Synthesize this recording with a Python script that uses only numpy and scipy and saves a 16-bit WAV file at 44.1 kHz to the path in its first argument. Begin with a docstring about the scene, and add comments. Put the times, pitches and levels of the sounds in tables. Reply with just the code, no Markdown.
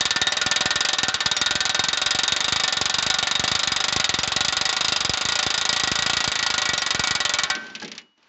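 """A pawl drops tooth by tooth onto the eleven-tooth ratchet wheel of a hand winch.
Each impact excites the modes of wheel, frame and cable drum, with a short low thump and one rebound.
A bearing squeaks now and then over the rubbing hiss of cable and gears and the background noise.
When the crank stops, the frame rings on, loose parts tick and rattle, the load settles with a clunk,
and the hiss fades and is then gated down."""
import sys
import numpy as np
from scipy import signal
from scipy.io import wavfile

SR = 44100
rng = np.random.default_rng(int(sys.argv[2]) if len(sys.argv) > 2 else 0)


def master(y):
    """Save y as 16-bit WAV."""
    cut = np.clip(np.atleast_2d(y).T, -1, 1)
    pcm = np.round(cut * 32767)  # scale
    wavfile.write(sys.argv[1], SR, pcm.astype(np.int16))


N = 365148


def ratchet():
    """Impact excitation: the pawl strikes each tooth and rebounds, more softly as the load rises."""
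    # pawl drops, one for each tooth: start_s
    drops = [.0075, .0533, .1067, .1605, .2149, .2693, .3212, .3681, .414, .4618, .5127, .5606, .607, .6564,
             .7058, .7567, .8061, .849, .8869, .9313, .9842, 1.0316, 1.0829, 1.1418, 1.2042, 1.259, 1.3134,
             1.3658, 1.4137, 1.4606, 1.508, 1.5534, 1.6048, 1.6531, 1.694, 1.7459, 1.7928, 1.8382, 1.8846,
             1.93, 1.9724, 2.0158, 2.0612, 2.1071, 2.148, 2.1879, 2.2333, 2.2787, 2.3211, 2.363, 2.4044,
             2.4428, 2.4813, 2.5227, 2.5601, 2.598, 2.6359, 2.6783, 2.7247, 2.7691, 2.8125, 2.8554, 2.8963,
             2.9412, 2.9841, 3.025, 3.0639, 3.1004, 3.1408, 3.1852, 3.2266, 3.2705, 3.3114, 3.3523, 3.3947,
             3.4386, 3.4775, 3.5149, 3.5508, 3.5917, 3.6321, 3.6735, 3.7184, 3.7618, 3.8023, 3.8402, 3.8821,
             3.9245, 3.9619, 3.9983, 4.0422, 4.0921, 4.14, 4.1874, 4.2323, 4.2752, 4.3186, 4.3625, 4.4064,
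             4.4473, 4.4827, 4.5241, 4.5675, 4.6114, 4.6533, 4.6912, 4.7272, 4.7651, 4.808, 4.8454, 4.8823,
             4.9212, 4.9611, 5.005, 5.0479, 5.0938, 5.1357, 5.1726, 5.2106, 5.252, 5.2869, 5.3203, 5.3542,
             5.3896, 5.4276, 5.464, 5.5029, 5.5408, 5.5772, 5.6121, 5.6521, 5.691, 5.7279, 5.7623, 5.7972,
             5.8351, 5.874, 5.9155, 5.9544, 5.9883, 6.0227, 6.0621, 6.0965, 6.1325, 6.1679, 6.2038, 6.2412,
             6.2761, 6.3165, 6.3545, 6.3904, 6.4268, 6.4637, 6.5016, 6.54, 6.5794, 6.6174, 6.6543, 6.6897,
             6.7336, 6.7775, 6.8189, 6.8628, 6.9057, 6.9466, 6.994, 7.0374, 7.0723, 7.1082, 7.1511, 7.2025,
             7.2509, 7.2933, 7.3372, 7.3861, 7.4345, 7.5004]
    # teeth of the wheel in turn: drop_db, light_thump_db
    teeth = [(-8.5, -38), (-7.5, -38.5), (-7.5, -46.5), (-7.5, -42), (-8, -29), (-8.5, -43.5), (-8, -44),
             (-9, -41.5), (-8.5, -40), (-7.6, -39), (-7.5, -36)]
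    # first crack of pawl on tooth: band_hz, level_db, t60_s
    crack_bands = [(202, -36.5, 0.017), (595, -26.5, 0.01), (870, -20.5, 0.016), (3260, -19, 0.018),
                   (5000, -11.5, 0.033), (7500, -10.5, 0.014)]
    # clatter of the many small modes: band_hz, level_db, t60_s
    clatter_bands = [(250, -35.5, 0.061), (443, -30, 0.06), (670, -27, 0.089), (910, -16.5, 0.059),
                     (1120, -22, 0.095), (1400, -27, 0.43), (1710, -29, 0.11), (2080, -16, 0.067),
                     (3360, -13, 0.096), (3820, -13, 0.22), (4250, -11.5, 0.079), (4600, -18.5, 0.07),
                     (5350, -23.5, 0.061), (6410, -19.5, 0.074), (7900, -1.5, 0.042)]
    # strong low thumps, each given to the nearest drop: near_s, level_db
    strong_thumps = [(0.0084, -26.5), (0.0536, -29), (0.161, -28), (0.2689, -28), (0.4622, -19.5),
                     (0.6072, -27.5), (0.6567, -21.5), (1.0319, -23), (1.0829, -24.5), (1.2593, -24.5),
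                     (1.312, -30), (1.4138, -24.5), (1.5082, -28), (1.554, -23.5), (1.7934, -23),
                     (1.8852, -31), (2.1486, -25.5), (2.1882, -30.5), (2.321, -27), (2.5226, -23.5),
                     (2.8131, -22), (2.9844, -26.5), (3.064, -22), (3.2262, -28.5), (3.3947, -22),
                     (3.4384, -21.0), (3.5145, -21.0), (3.5511, -25), (3.7189, -26), (3.962, -18.5),
                     (3.9991, -25.5), (4.0924, -26.5), (4.14, -24.5), (4.1877, -23.5), (4.2753, -24.5),
                     (4.3188, -33.5), (4.3629, -23), (4.4066, -25), (4.4831, -27.5), (4.9203, -28.5),
                     (5.0928, -18), (5.134, -29), (5.2519, -25.5), (5.4636, -20.5), (5.7277, -27),
                     (5.8355, -24), (5.8738, -26), (5.9157, -18.5), (5.9885, -26), (6.0622, -24.5),
                     (6.0963, -26.5), (6.1319, -28), (6.1676, -29), (6.2766, -20.5), (6.5015, -32),
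                     (6.6897, -26), (6.7331, -26), (6.9466, -23.0), (6.9939, -21.5), (7.1082, -25.5)]
    fade_db_per_s, bounce_s, bounce_db = 0.1967, 0.0096, -16.5
    settle_s, damping_db_per_s = 7.81, 250
    drop_s = np.array(drops)
    tooth_db, light_thump_db = np.resize(teeth, (len(drop_s), 2)).T
    delay_scatter, bounce_scatter, drop_scatter, thump_scatter = rng.standard_normal((len(drop_s), 4)).T
    drop_db = tooth_db - fade_db_per_s * drop_s + 0.58 * drop_scatter
    drop_db[drop_s > 7.1] += 1   # the slow last drops fall harder
    blow_s = np.concatenate([drop_s, drop_s + bounce_s + 0.00042 * delay_scatter])
    blow_db = np.concatenate([drop_db, drop_db + bounce_db + 3 * bounce_scatter])
    crack = noise_bursts(blow_s, blow_db + 1, crack_bands, rise_s=0.0001)
    clatter = noise_bursts(blow_s, blow_db - 2, clatter_bands, rise_s=0.00035)
    strong_s, strong_db = np.transpose(strong_thumps)
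    thump_db = light_thump_db + 5.5 * np.minimum(thump_scatter, 1)
    thump_db[np.abs(drop_s - strong_s[:, None]).argmin(axis=1)] = strong_db
    # with the crank at rest nothing drags on the frame, so its low modes ring on
    free_ring = wheel_and_frame(drop_s[-1:], drop_db[-1:] - 6.5, spread_db=1.5, t60_scale=3.2, top_hz=2900)
    steel = wheel_and_frame(blow_s, blow_db + 1, spread_db=3.5)
    # the settling load damps drum and frame
    damping = from_db(-damping_db_per_s * np.maximum(np.arange(N) / SR - settle_s, 0))
    long_rings = damping * (free_ring + cable_drum(drop_s, drop_db))
    return steel + crack + clatter + low_thump(drop_s, thump_db) + long_rings


def wheel_and_frame(times, db, spread_db, t60_scale=1, top_hz=SR):
    """Modal superposition: every blow excites each steel mode with a strength of its own."""
    # modes of wheel and frame: pitch_hz, level_db at each of four tilts, t60_s
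    modes = [(592, -30, -34, -34, -33, 0.27), (759, -28, -26, -27, -31, 0.19),
             (1089, -30, -29, -26, -24, 0.16), (1168, -38, -35, -32, -34, 0.3),
             (1308, -44, -33, -33, -30, 0.3), (1385, -28, -24, -27, -28, 0.1),
             (1436, -22, -23, -23, -19, 0.2), (1680, -36, -37, -37, -34, 0.25),
             (1783, -18, -23, -30, -25, 0.17), (1846, -24, -28, -32, -36, 0.22),
             (1920, -25, -26, -23, -17, 0.15), (1985, -32, -27, -27, -25, 0.12),
             (2270, -30, -28, -29, -19, 0.18), (2482, -31, -40, -38, -32, 0.15),
             (2728, -30, -30, -28, -33, 0.13), (3091, -33, -27, -26, -24, 0.1),
             (3403, -25, -23, -25, -34, 0.13), (3550, -21, -21, -20, -21, 0.1),
             (3650, -23, -20, -25, -31, 0.1), (3734, -13, -13, -15, -20, 0.09),
             (3810, -17, -20, -21, -21, 0.1), (3860, -21, -20, -23, -26, 0.1),
             (3945, -24, -23, -23, -25, 0.09), (4080, -24, -23, -24, -27, 0.09),
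             (4430, -17, -17, -22, -28, 0.05), (4562, -29, -26, -21, -20, 0.07),
             (4770, -18, -18, -22, -18, 0.05), (4925, -18, -17, -15, -20, 0.05),
             (5030, -19, -18, -15, -21, 0.055), (6180, -19, -26, -23, -22, 0.035)]
    # moments of the four tilts of the box, which set the modes that carry: time_s
    tilt_s = [0, 2.5, 5, 7.5]
    out = np.zeros(N)
    for k, (hz, *levels_db, t60) in enumerate(modes):
        mode_db = np.interp(times, tilt_s, levels_db) + spread_db * rng.standard_normal(len(times))
        polarity = (-1) ** k   # neighbours start opposed, so close pairs swell just after the blow
        if hz < top_hz:
            out += ring(clicks(times, polarity * from_db(db + mode_db)), hz, t60_scale * t60)
    return out


def low_thump(times, db):
    """Heavily damped oscillation: a short low thump with each click, strong on some drops."""
    pulse = signal.lfilter(*signal.butter(2, 1100, fs=SR), clicks(times + 0.00038, from_db(db)))
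    low_tail = from_db(14.5) * ring(pulse, 160, 0.0068) + from_db(-6.5) * ring(pulse, 120, 0.028)
    return from_db(17) * ring(pulse, 580, 0.0019) - low_tail


def cable_drum(times, db):
    """Resonance: one lightly damped partial builds up when blows fall in phase with it."""
    # how strongly a drop rings the drum: time_s, gain_db
    coupling = [(0, -30.5), (1.2, -27), (2.6, -30.5), (3.2, -38.5), (7.35, -33.5), (7.5, -15)]
    coupling_db = np.interp(times, *np.transpose(coupling))
    return ring(clicks(times, from_db(db + coupling_db)), hz=1539, t60=0.8)


def loose_parts():
    """Free vibration after light impacts: parts tick, knock and ring the shackle; the load clunks."""
    # impacts after the crank stops: start_s, tick_db, knock_db
    impacts = [(7.5506, -18.5, -40), (7.64, -40, -49), (7.666, -34, -51), (7.6994, -36, -51),
               (7.751, -21, -49), (7.7987, -29, -58), (7.816, -31, -47), (7.8265, -27, -40),
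               (7.8465, -25, -55), (7.8534, -41, -52), (7.878, -28.5, -49), (7.916, -25, -51),
               (7.9513, -34, -57), (7.979, -24, -63), (8.0147, -47, -60.5), (8.177, -57, -67),
               (8.2277, -51, -78)]
    # bright ticks: band_hz, level_db, t60_s
    tick_bands = [(300, -39, 0.043), (1000, -34.5, 0.11), (2280, -14, 0.13), (4000, -8.5, 0.06),
                  (6500, -9, 0.027), (8000, -22, 0.027)]
    # dull knocks: band_hz, level_db, t60_s
    knock_bands = [(124, -20, 0.047), (217, 2, 0.33), (455, -1, 0.22), (800, -1, 0.091), (1630, 8, .04),
                   (3000, -15, .03)]
    # thin ring of the cable shackle: pitch_hz, level_db, t60_s
    shackle_modes = [(2920, -34, 0.7), (4950, -43, 0.3), (6940, -30, 0.14)]
    # hollow clunk of the settling load: pitch_hz, level_db, t60_s
    clunk_modes = [(203, -45, .1), (845, -34, 0.13), (1640, -29, 0.085)]
    clunk_s = 7.822
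    start_s, tick_db, knock_db = np.transpose(impacts)
    ticks = noise_bursts(start_s, tick_db, tick_bands, rise_s=0.00017)
    knocks = noise_bursts(start_s, knock_db, knock_bands, rise_s=0.0056, count=3)
    shackle = sum(ring(clicks(start_s, from_db(tick_db + db)), hz, t60) for hz, db, t60 in shackle_modes)
    clunk = sum(ring(clicks([clunk_s], from_db(db)), hz, t60) for hz, db, t60 in clunk_modes)
    return ticks + knocks + shackle + clunk


def bearing_squeaks():
    """Amplitude modulation: each squeak is a pure tone of steady pitch that swells and stops."""
    # squeaks of the bearing: start_s, length_s, pitch_hz, level_db
    squeaks = [(0.286, 0.041, 5660, -38), (1.345, 0.08, 5600, -30), (4.21, 0.018, 5700, -34),
               (6.76, 0.084, 5600, -31.5)]
    t, out = np.arange(N) / SR, np.zeros(N)
    for start_s, length_s, hz, db in squeaks:
        progress = np.clip((t - start_s) / length_s, 0, 1)
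        out += from_db(db) * np.sin(np.pi * progress ** 0.93) * np.sin(2 * np.pi * hz * t)
    return out


def hiss():
    """Friction noise: cable and gears rub over background noise, making one broadband hiss."""
    # hiss level, fading after the crank stops, then gated down: time_s, level_db
    levels = [(7.5, -36.5), (7.74, -47.5), (7.87, -56), (7.98, -49.5), (8.04, -63), (8.16, -74),
              (8.19, -65), (8.28, -59)]
    # spectrum of the hiss: frequency_hz, relative_density_db
    colour = [(35, -36), (60, -3.5), (277, 3), (621, 4.5), (978, 8.5), (3450, 3), (6550, -6), (8400, -25),
              (10900, -50.5), (18500, -120)]
    noise = sum(band[0] * np.sqrt(hz) * from_db(at_hz(colour, hz)[0]) for hz, band in noise_bands(N, 1))
    envelope = from_db(np.interp(np.arange(N) / SR, *np.transpose(levels)))
    return envelope * noise / noise.std()


def noise_bursts(times, db, table, rise_s, count=6):
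    """Convolution: each blow mixes the body's impulse responses anew as the point of contact shifts."""
    weights = rng.standard_normal((len(times), count))
    weights *= (from_db(db) / np.linalg.norm(weights, axis=1))[:, None]
    responses = dense_responses(table, rise_s, count)
    return sum(signal.oaconvolve(clicks(times, w), response)[:N] for w, response in zip(weights.T, responses))


def dense_responses(table, rise_s, count):
    """Modal overlap: countless modes merge into noise that decays at its own rate in each band."""
    t, out = np.arange(SR // 4) / SR, 0
    for hz, band in noise_bands(len(t), count):
        level_db, t60 = at_hz(table, hz)
        out = out + band * from_db(level_db - 60 * t / t60)
    return out * (1 - np.exp(-t / rise_s))


def noise_bands(length, count):
    """Third-octave filtering: yields each centre frequency with `count` noises of rms near 1."""
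    edges_hz, run_in = 60 * 2 ** np.arange(0, 7.4, 1 / 3), 3000
    white = rng.standard_normal((2, count, length + run_in))
    for k, (low, high) in enumerate(zip(edges_hz, edges_hz[1:])):
        band = signal.sosfilt(signal.butter(2, [low, high], "band", fs=SR, output="sos"), white[k % 2])
        yield np.sqrt(low * high), band[:, run_in:] / band.std()


def ring(force, hz, t60):
    """Damped harmonic oscillator: a unit impulse starts a unit sine that falls 60 dB in t60 seconds."""
    radius, angle = from_db(-60 / (t60 * SR)), 2 * np.pi * hz / SR
    return signal.lfilter([0, np.sin(angle)], [1, -2 * radius * np.cos(angle), radius * radius], force)


def clicks(times, sizes):
    """Ideal impacts: a train of single-sample impulses."""
    out = np.full(N, 1e-18)
    np.add.at(out, np.minimum((np.asarray(times) * SR).astype(int), N - 1), sizes)
    return out


def at_hz(table, hz):
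    """Columns of a table interpolated on a log-frequency axis."""
    table_hz, *columns = np.transpose(table)
    return [np.interp(np.log(hz), np.log(table_hz), column) for column in columns]


def from_db(db):
    """Decibels to amplitude ratio."""
    return 10 ** (np.asarray(db) / 20)


def scene():
    """Superposition: all sources add in one channel."""
    return (ratchet() + loose_parts() + bearing_squeaks() + hiss())[None]


def record(dry):
    """Band limiting and saturation: a small microphone drops the bass, rounds peaks and cuts the top."""
    x = signal.sosfilt(signal.butter(4, 58.0, "high", fs=SR, output="sos"), dry)
    x = 0.62 * np.tanh(x / 0.67)
    x = signal.sosfilt(signal.butter(8, 7600, fs=SR, output="sos"), x)
    return signal.sosfilt(signal.cheby2(8, 40, 8559, fs=SR, output="sos"), x)


dry = scene()
out = record(dry)
master(out)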